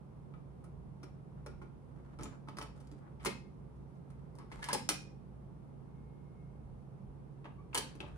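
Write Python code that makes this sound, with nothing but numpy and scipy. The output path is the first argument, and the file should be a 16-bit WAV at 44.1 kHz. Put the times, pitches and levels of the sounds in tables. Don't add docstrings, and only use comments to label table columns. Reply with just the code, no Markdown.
import sys
import numpy as np
from scipy import signal
from scipy.fft import rfft, irfft, next_fast_len
from scipy.io import wavfile
from scipy.ndimage import uniform_filter1d

SR = 44100
rng = np.random.default_rng(int(sys.argv[2]) if len(sys.argv) > 2 else 0)


def master(y):
    cut = np.clip(np.atleast_2d(y).T, -1, 1)
    pcm = np.round(cut * 32767)
    wavfile.write(sys.argv[1], SR, pcm.astype(np.int16))


N = 360297


def amp(db):
    return 10 ** (np.asarray(db) / 20)


def unit(x):
    return x / np.sqrt(np.mean(x ** 2) + 1e-20)


def read(points, hz):
    f, value = np.transpose(points)
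    return np.interp(np.log(hz + 1), np.log(f + 1), value)


def add(mix, s, sound):
    part = mix[:, max(round(s * SR), 0):][:, :sound.shape[1]]
    part += sound[:, :part.shape[1]]


def causal(db):
    log_gain = np.log(amp(np.concatenate([db, db[-2:0:-1]])))
    return np.exp(np.conj(signal.hilbert(log_gain)))[:len(db)]


def pair(z, likeness):
    c = np.clip(likeness, -1, 1)
    return np.array([z[0], c * z[0] + np.sqrt(1 - c ** 2) * z[1]])


def wander(rate_hz):
    hz = np.fft.rfftfreq(N, 1 / SR)
    return unit(irfft(rfft(rng.standard_normal(N)) / (1 + (hz / rate_hz) ** 4), N))


# f/Hz, level/dB
PORT_BALANCE_DB = [(150, -1.5), (450, -2), (800, 3), (1300, -0.5), (2300, 0), (3500, 0), (5000, 1),
                   (5700, 0), (8000, 0.7)]
# f/Hz, lead/rad
PORT_PHASE_RAD = [(100, 0.23), (1000, 0.49), (1700, 1.8), (2100, 1.9), (4200, 4.73), (5500, 4.23),
                  (7000, 8.8), (8000, 7.6), (9200, 7.1), (10200, 5.2), (12400, 3.3), (13500, 3.2),
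                  (15000, .3)]


def at_ports(z, hz):
    z = z * amp(np.outer([.5, -.5], read(PORT_BALANCE_DB, hz)))
    z[1] *= np.exp(-1j * read(PORT_PHASE_RAD, hz))
    return z


def ports(x):
    hz = np.fft.rfftfreq(N, 1 / SR)
    return irfft(at_ports(rfft(x), hz), N)


# t/s, level/dB near 1 kHz, thump/dB, clack/dB, snap/dB (these three re level),
# contact/s, struck spot f/Hz, its height/dB
CLICKS = [ (.338, -22, -20, -14, -43, 0.0024, 1270, 4), (.6396, -25, -18, -16.5, -16, .009, 9400, 5),
          (1.031, -15, 5, -13, -19, 0.0045, 5550, 6), (1.4621, -9, 4.5, -17.5, -21, 0.0043, 5530, 5.1),
          (1.616, -14.5, 4.5, -21, -30, 0.012, 2180, 3), (2.188, -18.5, 8, -11, -22, 0.002, 1360, 5),
          (2.194, -14, 8.5, -18, -28, .005, 800, 5), (2.209, -17, 14, -10, -19, .003, 1210, 5),
          (2.2252, -16.5, 7, -12, -16, 0.0015, 1700, 4), (2.2332, -15.5, 7, -8, -6.5, 0.0012, 7000, 13),
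          (2.256, -17, 15, -3.5, -26, 0.0022, 1750, 4), (2.474, -18.5, -12, -22, -34, 0.0097, 1230, 3),
          (2.485, -14, 6.5, -10, -21.5, 0.0025, 1320, 4), (2.5695, -13.5, 4.5, -11, -16, .003, 4370, 6),
          (2.5853, -8, -5, -13.5, -13.5, 0.0014, 4700, 4), (2.592, -22, 7, -22, -20, .002, 9400, 5),
          (2.613, -10, -4, -7.5, -19, 0.0025, 3100, 6.3), (2.625, -13.5, 8.5, -13, -12, 0.0023, 4420, 4),
          (2.8014, -32, 15, -6, -7.5, 0.0077, 7800, 4), (2.8713, -41.5, 21, 2, -2, 0.0021, 7350, 7),
          (2.9146, -30.5, 26, -5, -11, 0.0022, 7400, 8), (3.198, -24.5, 8, -3, -34, 0.023, 2120, 7),
          (3.2484, -6.5, -4, -9, -2, 0.0043, 1040, 7), (3.259, -4.5, 9, -2, -5, 0.003, 1140, 4),
          (3.2635, -3, 9, -3, -12, 0.0066, 4380, 3), (4.103, -33, -19, -7.5, -10.5, .0008, 9350, 5),
          (4.353, -34, 11.5, -12.5, -4.5, .0014, 4700, 6), (4.386, -20.5, 5, -14, -16, 0.002, 5000, 5),
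          (4.398, -16, 0.5, -19, -34, 0.02, 1070, 5), (4.516, -13.5, 0, -8.5, -20, 0.01, 2145, 4),
          (4.59, -23.5, -6.5, -10, -30.5, 0.0037, 940, 6),
          (4.6271, -13, -11.5, -1, -13.5, 0.0039, 1720, 10), (4.641, -14.5, -21.5, 1, -4, 0.0015, 1980, 9),
          (4.663, -19, -4.5, -12.5, -13.5, .005, 1150, 4), (4.687, -5, -7.5, -5, -13.5, .002, 1875, 5),
          (4.696, -13.5, -6.5, -9, -22.5, .003, 990, 4), (4.713, -10, -2, -3, -20.5, .0024, 900, 6),
          (4.7299, -4.5, 9.5, 1, 2, 0.005, 581, 6), (4.746, -4.5, 3.5, -4.5, -12.5, 0.0027, 838.5, 8),
          (4.8898, 3.5, -2.5, -2.5, -2, 0.0021, 5470, 3.5), (4.896, -13, 0, -4, -10, 0.0094, 680, 5),
          (7.444, -15, 2, -18, -33, .006, 2380, 4), (7.455, -12, -1, -16.5, -43, 0.0084, 916, 3),
          (7.731, -11.5, -4, -13, -29, 0.0099, 2290, 4), (7.7463, -4, -3, -9.5, 2, 0.0013, 1030, 4),
          (7.7498, -4.5, -9, 1.5, -8, .005, 940, 4), (7.759, -4.5, -8.5, -8, -14, 0.004, 1610, 4),
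          (7.7753, -4, 2, -1.5, 1.5, 0.003, 4400, 5), (7.7825, -14, 3.5, -4, -4, .003, 1750, 5),
          (7.952, -23, 13, -15, -13, 0.0034, 6000, 3), (8.0035, -11, 4, -5, -21, 0.0031, 3230, 6),
          (8.028, -12.5, 7, -25, -38, 0.013, 605, 5)]
CLICK_BANDS_HZ = [300, 1050, 3200, 8500]
# f/Hz, level/dB
PLASTIC_DB = [(40, -17), (110, -9), (200, 1.5), (370, -3), (640, -9), (900, -2), (1250, 2), (1500, -4),
              (2000, 0.5), (3200, -0.5), (5300, 0), (7500, -1), (10800, -1.5), (12700, -6), (15500, -18.5)]
# f/Hz, likeness/0-1
PORT_LIKENESS = [(200, 0.98), (1000, 0.74), (3000, 0.52), (5300, 0.883), (6100, .4), (7200, 0.64),
                 (9500, 1), (15000, 0.75)]
# f/Hz, level/dB, t60/s
SHELL = [(369, -21, 0.13), (740, -24.5, .12), (956, -21.5, 0.06), (1267, -13.5, 0.055), (1407, -16, 0.18),
         (2340, -15, .1), (5470, -14.5, 0.072), (9560, -9, 0.027)]
WELL = [(222, -33, 0.26), (380, -29.5, 0.097), (556, -21, 0.13), (900, -15, 0.029), (1160, -26, 0.021),
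        (1350, -9.5, 0.014), (2125, -14, 0.23), (2535, -18, 0.18), (3100, -19.5, 0.04), (9600, -16, 0.056)]
DOOR = [(400.5, -26.5, .12), (510.5, -18.5, 0.1011), (920, -14.5, 0.041), (1271, -21.5, 0.083),
        (1650, -18.5, 0.05), (2140, -17, 0.042), (2840, -25.5, .05), (4307, -20, .035),
        (5200, -12.5, 0.055), (9120, -10.5, .02)]
LATCH = [(182, -21, 0.23), (311.1, -18.5, 0.17), (550, -18, 0.17), (792, -19.5, .18), (1051, -21, 0.054),
         (1364, -28, 0.1), (1690, -29.5, 0.13), (1990, -24, 0.066), (2490, -20.5, 0.42),
         (4320, -20.5, 0.034), (4950, -17.5, 0.013), (5500, -12, 0.0078)]
TRANSPORT = [(315, -26.5, 0.31), (513, -12, 0.047), (738, -16, 0.06), (895, -11.5, 0.049),
             (1030, -21, 0.025), (1660, -13, 0.048), (2134, -21, 0.09), (2950, -13, 0.069),
             (3100, -13, 0.04), (4590, -18, .05), (7770, -22, 0.066)]
BUTTON = [(329, -25, 0.093), (574, -17.5, 0.077), (882, -18.5, 0.1), (1290, -32, 0.052),
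          (1690, -14.5, 0.026), (2645, -8.5, 0.022), (3300, -14, .012), (3830, -16, 0.013)]
GUIDES = [(342, -38, .15), (885, -17.5, 0.069), (1280, -15, 0.055), (1386, -28, 0.11), (2310, -23, .03),
          (3100, -20, 0.023), (3570, -27, .08), (4790, -15, .05), (5500, -10, .025), (9130, -12.5, 0.024)]
# t/s, modes
PARTS = [(0, SHELL), (2, GUIDES), (3.2, WELL), (4.3, DOOR), (4.85, LATCH), (7, BUTTON), (7.74, TRANSPORT),
         (7.9, BUTTON)]
SPOT_WIDTH = 0.074
REBOUND_S, REBOUND_DB = 0.0067, -10.5


def contact_envelope(t, contact_s, chatter_s, chatter_db):
    envelope = np.exp(-t / contact_s) + amp(chatter_db) * np.exp(-t / chatter_s)
    envelope *= 1 - np.exp(-t / (0.3 * contact_s))
    delay_s = REBOUND_S * rng.uniform(.5, 1.3)
    return envelope + amp(REBOUND_DB) * np.interp(t - delay_s, t, envelope)


def part_ring(t, part, ring_db, detune, vary_db, count):
    mode_hz, mode_db, t60_s = np.transpose(part)[:, :, None]
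    mode_db = mode_db + vary_db * rng.standard_normal(mode_db.shape)
    cluster_hz = mode_hz * (1 + detune * rng.standard_normal((count, 1, len(part), 1)))
    turns = cluster_hz * t + rng.random((count, 2, len(part), 1))
    rings = np.sin(2 * np.pi * turns).sum(0) * np.exp(-np.log(1000) * t / t60_s)
    rings /= np.linalg.norm(rings, axis=2, keepdims=True)
    return (amp(mode_db + ring_db) * rings).sum(1)


def clicks(chatter_s=0.012, chatter_db=-12, ring_db=-1, detune=.016, vary_db=2.5, count=4, size=12000):
    t, hz, out = np.arange(size) / SR, np.fft.rfftfreq(size, 1 / SR), np.zeros((2, N))
    for s, level_db, thump_db, clack_db, snap_db, contact_s, spot_hz, spot_db in CLICKS:
        envelope = contact_envelope(t, contact_s, chatter_s, chatter_db)
        crack = rfft(envelope * rng.standard_normal((2, size)))
        crack /= np.sqrt(uniform_filter1d(abs(crack) ** 2, size=330, axis=1))
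        part = [modes for since, modes in PARTS if s >= since][-1]
        ring = part_ring(t, part, ring_db, detune, vary_db, count)
        resonance_db = spot_db / (1 + ((hz / spot_hz - 1) / SPOT_WIDTH) ** 2)
        hardness_db = read(list(zip(CLICK_BANDS_HZ, [thump_db, 0, clack_db, snap_db])), hz)
        colour_db = level_db + hardness_db + resonance_db + read(PLASTIC_DB, hz)
        z = pair(crack + rfft(ring), read(PORT_LIKENESS, hz)) * causal(colour_db)
        add(out, s, irfft(at_ports(z, hz))[:, :size * 3 // 4])
    return out


# t/s, level/dB, f/Hz
KNOCKS = [(1.032, -55, 516), (1.4635, -49.5, 614), (2.486, -42, 1160), (2.5862, -31, 1070),
          (2.6132, -38.5, 940), (7.456, -46, 796)]
KNOCK_CYCLES = 0.55


def knocks(size=2000):
    t, out = np.arange(size) / SR, np.zeros((1, N))
    for s, db, hz in KNOCKS:
        age = t * hz / KNOCK_CYCLES
        bump = amp(db) * age * np.exp(1 - age) * np.sin(2 * np.pi * hz * t)
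        add(out, s, bump[None])
    return ports(out)


# start t/s, length/s, start level/dB, swell over the stroke/dB, treble/dB
SLIDES = [(1.326, 0.21, -79, 10, -15), (1.884, 0.26, -79, 12.5, -9), (2.193, 0.173, -59.5, -13, -9),
          (2.68, 0.32, -72.5, -5.5, 2.5), (3.007, 0.11, -69, 4, -26), (3.198, 0.069, -75, 23.5, 5),
          (3.758, 0.23, -89, 0.5, 9.5), (4.11, 0.5, -76.5, -3.5, -8.5), (4.501, 0.26, -73.5, 23, 2),
          (7.787, .45, -72, 1, -5)]
# f/Hz, level/dB
SLIDE_COLOUR_DB = [(100, -2.5), (900, 5), (1400, 5.5), (2500, -10), (5500, -14), (10000, -14),
                   (15000, -41.5)]
SLIDE_EDGE_S, SLIDE_TREBLE_HZ = 0.017, 2980


def slides(slips_per_s=1500, uneven_db=2.0):
    t, hz, out = np.arange(N) / SR, np.fft.rfftfreq(N, 1 / SR), np.zeros((2, N))
    slip_sizes = amp(uneven_db * np.minimum(rng.exponential(1, N), 4))
    slips = (rng.random(N) < slips_per_s / SR) * slip_sizes
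    slip_noise = rfft(slips * rng.standard_normal((2, N)))
    grit = unit(irfft(slip_noise * causal(read(SLIDE_COLOUR_DB, hz)), N))
    rub = irfft(rfft(grit) / (1 + (hz / SLIDE_TREBLE_HZ) ** 4), N)
    for start, length, db, swell_db, treble_db in SLIDES:
        progress = np.clip((t - start) / length, 0, 1)
        inside_s = np.minimum(t - start, start + length - t)
        touching = np.clip(inside_s / SLIDE_EDGE_S + .5, 0, 1)
        out += (rub + amp(treble_db) * (grit - rub)) * amp(db + swell_db * progress) * touching
    return out


# t/s, length/s, level/dB, f/Hz, rise/share of f
SQUEAKS = [(4.59, 0.025, -52, 890, .03), (4.621, .02, -46.5, 1650, .25), (4.686, .017, -30, 890, .18),
           (4.706, .006, -32.5, 1640, .04), (4.745, 0.014, -35, 850.4, .02), (7.58, 0.042, -59, 1114, .08)]


def squeaks(overtone_db=-15, jitter=0.018, jitter_hz=200):
    t, out = np.arange(N) / SR, np.zeros(N)
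    unsteady = 1 + jitter * wander(jitter_hz)
    for s, length, db, hz, rise in SQUEAKS:
        progress = np.clip((t - s) / length, 0, 1)
        angle = 2 * np.pi * np.cumsum(hz * (1 + rise * progress) * unsteady) / SR
        envelope = np.sqrt(np.abs(np.sin(np.pi * progress))) * (1 - progress / 2)
        out += amp(db) * envelope * (np.sin(angle) + amp(overtone_db) * np.sin(2 * angle))
    return ports(out)


# f/Hz, t60/s
ROOM_T60_S = [(100, 1), (300, 0.064), (1000, 0.35), (2500, 0.35), (5500, 0.36), (9000, 0.28), (15000, 0.19)]
# f/Hz, level/dB
ROOM_LEVEL_DB = [(100, -2.5), (400, 7), (1000, -3.5), (3000, -3.5), (6000, -6.5), (12000, -9)]
# f/Hz, likeness
ROOM_LIKENESS = [(100, 1), (450, 0.34), (1500, 0.18), (6000, .1), (7500, .6), (9500, 1), (14000, 1)]


def room(x, first_s=0.0014, build_s=0.0016):
    t = np.arange(SR * 3 // 4) / SR
    taps = rng.choice([-1., 1.], (2, len(t))) * (rng.random((2, len(t))) < 4000 / SR)
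    taps *= 1 - np.exp(-np.maximum(t - first_s, 0) / build_s)
    band_hz, at_s, z = signal.stft(taps, SR, nperseg=256)
    decay = np.exp(-np.log(1000) * at_s / read(ROOM_T60_S, band_hz)[:, None])
    tail = signal.istft(z * decay, SR, nperseg=256)[1]
    size = next_fast_len(N + SR, real=True)
    hz, z = np.fft.rfftfreq(size, 1 / SR), rfft(tail, size)
    z /= np.sqrt(uniform_filter1d(abs(z) ** 2, size=1500, axis=1))
    z = pair(z, read(ROOM_LIKENESS, hz))
    return irfft(rfft(x, size) * z * amp(read(ROOM_LEVEL_DB, hz)), size)[:, :N]


# f/Hz, level/dB, left minus right/dB, waver/0-1
HUM = [(58.4, -60.5, 1, 0.96), (118.4, -72, -4, 0.2), (138.3, -56.5, -6.5, 0.16), (164, -68.5, -3.5, 1)]


def hum(lag_s=0.00027, waver_hz=3):
    t, hz, out = np.arange(N) / SR, np.fft.fftfreq(N, 1 / SR), np.zeros((2, N))
    for line_hz, db, side_db, waver in HUM:
        drift = np.fft.ifft(np.exp(2j * np.pi * rng.random(N)) / (1 + (hz / waver_hz) ** 2))
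        share = np.clip(waver, 0, 1)
        swing = np.sqrt(1 - share ** 2) + share * drift / drift.std()
        port_t = t - np.array([[lag_s], [0]])
        line = (swing * np.exp(2j * np.pi * line_hz * port_t)).real
        out += unit(line) * amp([[db + side_db / 2], [db - side_db / 2]])
    return out


WHINE_HZ, WHINE_DB, WHINE_SIDE_DB = 2160, -100, 12.5
WHINE_SWELL_S, WHINE_HALF_S, WHINE_SWELL_DB = 6.24, 0.3, -88.5


def whine(flutter_db=1.8, flutter_hz=18):
    t = np.arange(N) / SR
    swell = amp(WHINE_SWELL_DB) * np.exp(-((t - WHINE_SWELL_S) / WHINE_HALF_S) ** 4)
    sine = np.sin(2 * np.pi * (WHINE_HZ * t + rng.random()))
    tone = unit(sine * amp(flutter_db * wander(flutter_hz)))
    return tone * (amp(WHINE_DB) + swell) * amp([[WHINE_SIDE_DB / 2], [-WHINE_SIDE_DB / 2]])


# f/Hz, density/dB per Hz
AIR_SHAPE_DB = [(25, -30), (43, -3.5), (62, -2.5), (105, -7.5), (185, -8), (290, -19), (400, -18.5),
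                (660, -27), (860, -26.5), (1300, -35), (1600, -41.5), (2400, -48), (4000, -55),
                (6100, -57.5), (7300, -60.5), (10000, -57.5), (11500, -61.5), (12600, -74.5), (14000, -79),
                (16000, -80)]
# f/Hz, likeness
AIR_LIKENESS = [(60, 0.76), (150, 0.32), (380, 0.37), (950, -0.15), (1800, 0.28), (2700, -0.12),
                (6000, 0.26), (7300, 0.28), (9200, -0.66), (10200, 0.14), (12500, -0.38), (15000, .1)]
# f/Hz, level/dB
AIR_BALANCE_DB = [(60, -2.5), (150, -3), (380, -2.5), (950, -1.5), (2380, 1), (5980, 0), (15000, 0.5)]
# peak t/s, half length/s, level/dB
THUDS = [(0.798, 0.19, -57.5), (1.57, 0.058, -52), (2.246, 0.092, -53.5), (4.59, 0.02, -46),
         (6.7, 0.1, -54), (7.081, 0.038, -55.5), (8.146, .1, -51.5)]
AIR_DB = -56.5
RUMBLE_DB, HEAVE_DB, HEAVE_HZ = -64, 0.5, 2.5


def air(rumble_hz=100, lag_s=0.00035):
    t, hz = np.arange(N) / SR, np.fft.rfftfreq(N, 1 / SR)
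    z = pair(rfft(rng.standard_normal((2, N))), read(AIR_LIKENESS, hz)) * amp(read(AIR_SHAPE_DB, hz))
    z *= amp(np.outer([.5, -.5], read(AIR_BALANCE_DB, hz)))
    z[0] *= np.exp(-2j * np.pi * hz * lag_s / (1 + (hz / 4000) ** 2))
    upper = irfft(z * (hz > 170), N)
    low_share = 1 / (1 + (hz / rumble_hz) ** 8)
    wash = irfft(z * (1 - low_share), N) * amp(AIR_DB) / upper.std()
    heave = amp(RUMBLE_DB + HEAVE_DB * wander(HEAVE_HZ))
    thuds = sum(amp(db) * np.exp(-((t - s) / half_s) ** 2) for s, half_s, db in THUDS)
    return wash + np.hypot(heave, thuds) * unit(irfft(z * low_share, N))


def scene(catch_db=4.5, catch_hz=25):
    sliding = slides() * amp(catch_db * wander(catch_hz))
    deck = clicks() + knocks() + sliding + squeaks()
    return deck + room(deck) + hum() + whine() + air()


EDGE_HZ = 15800


def record(dry):
    low_pass = signal.firwin(255, EDGE_HZ, window=("kaiser", 8), fs=SR)
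    return signal.oaconvolve(dry, low_pass[None], "same")


dry = scene()
out = record(dry)
master(out)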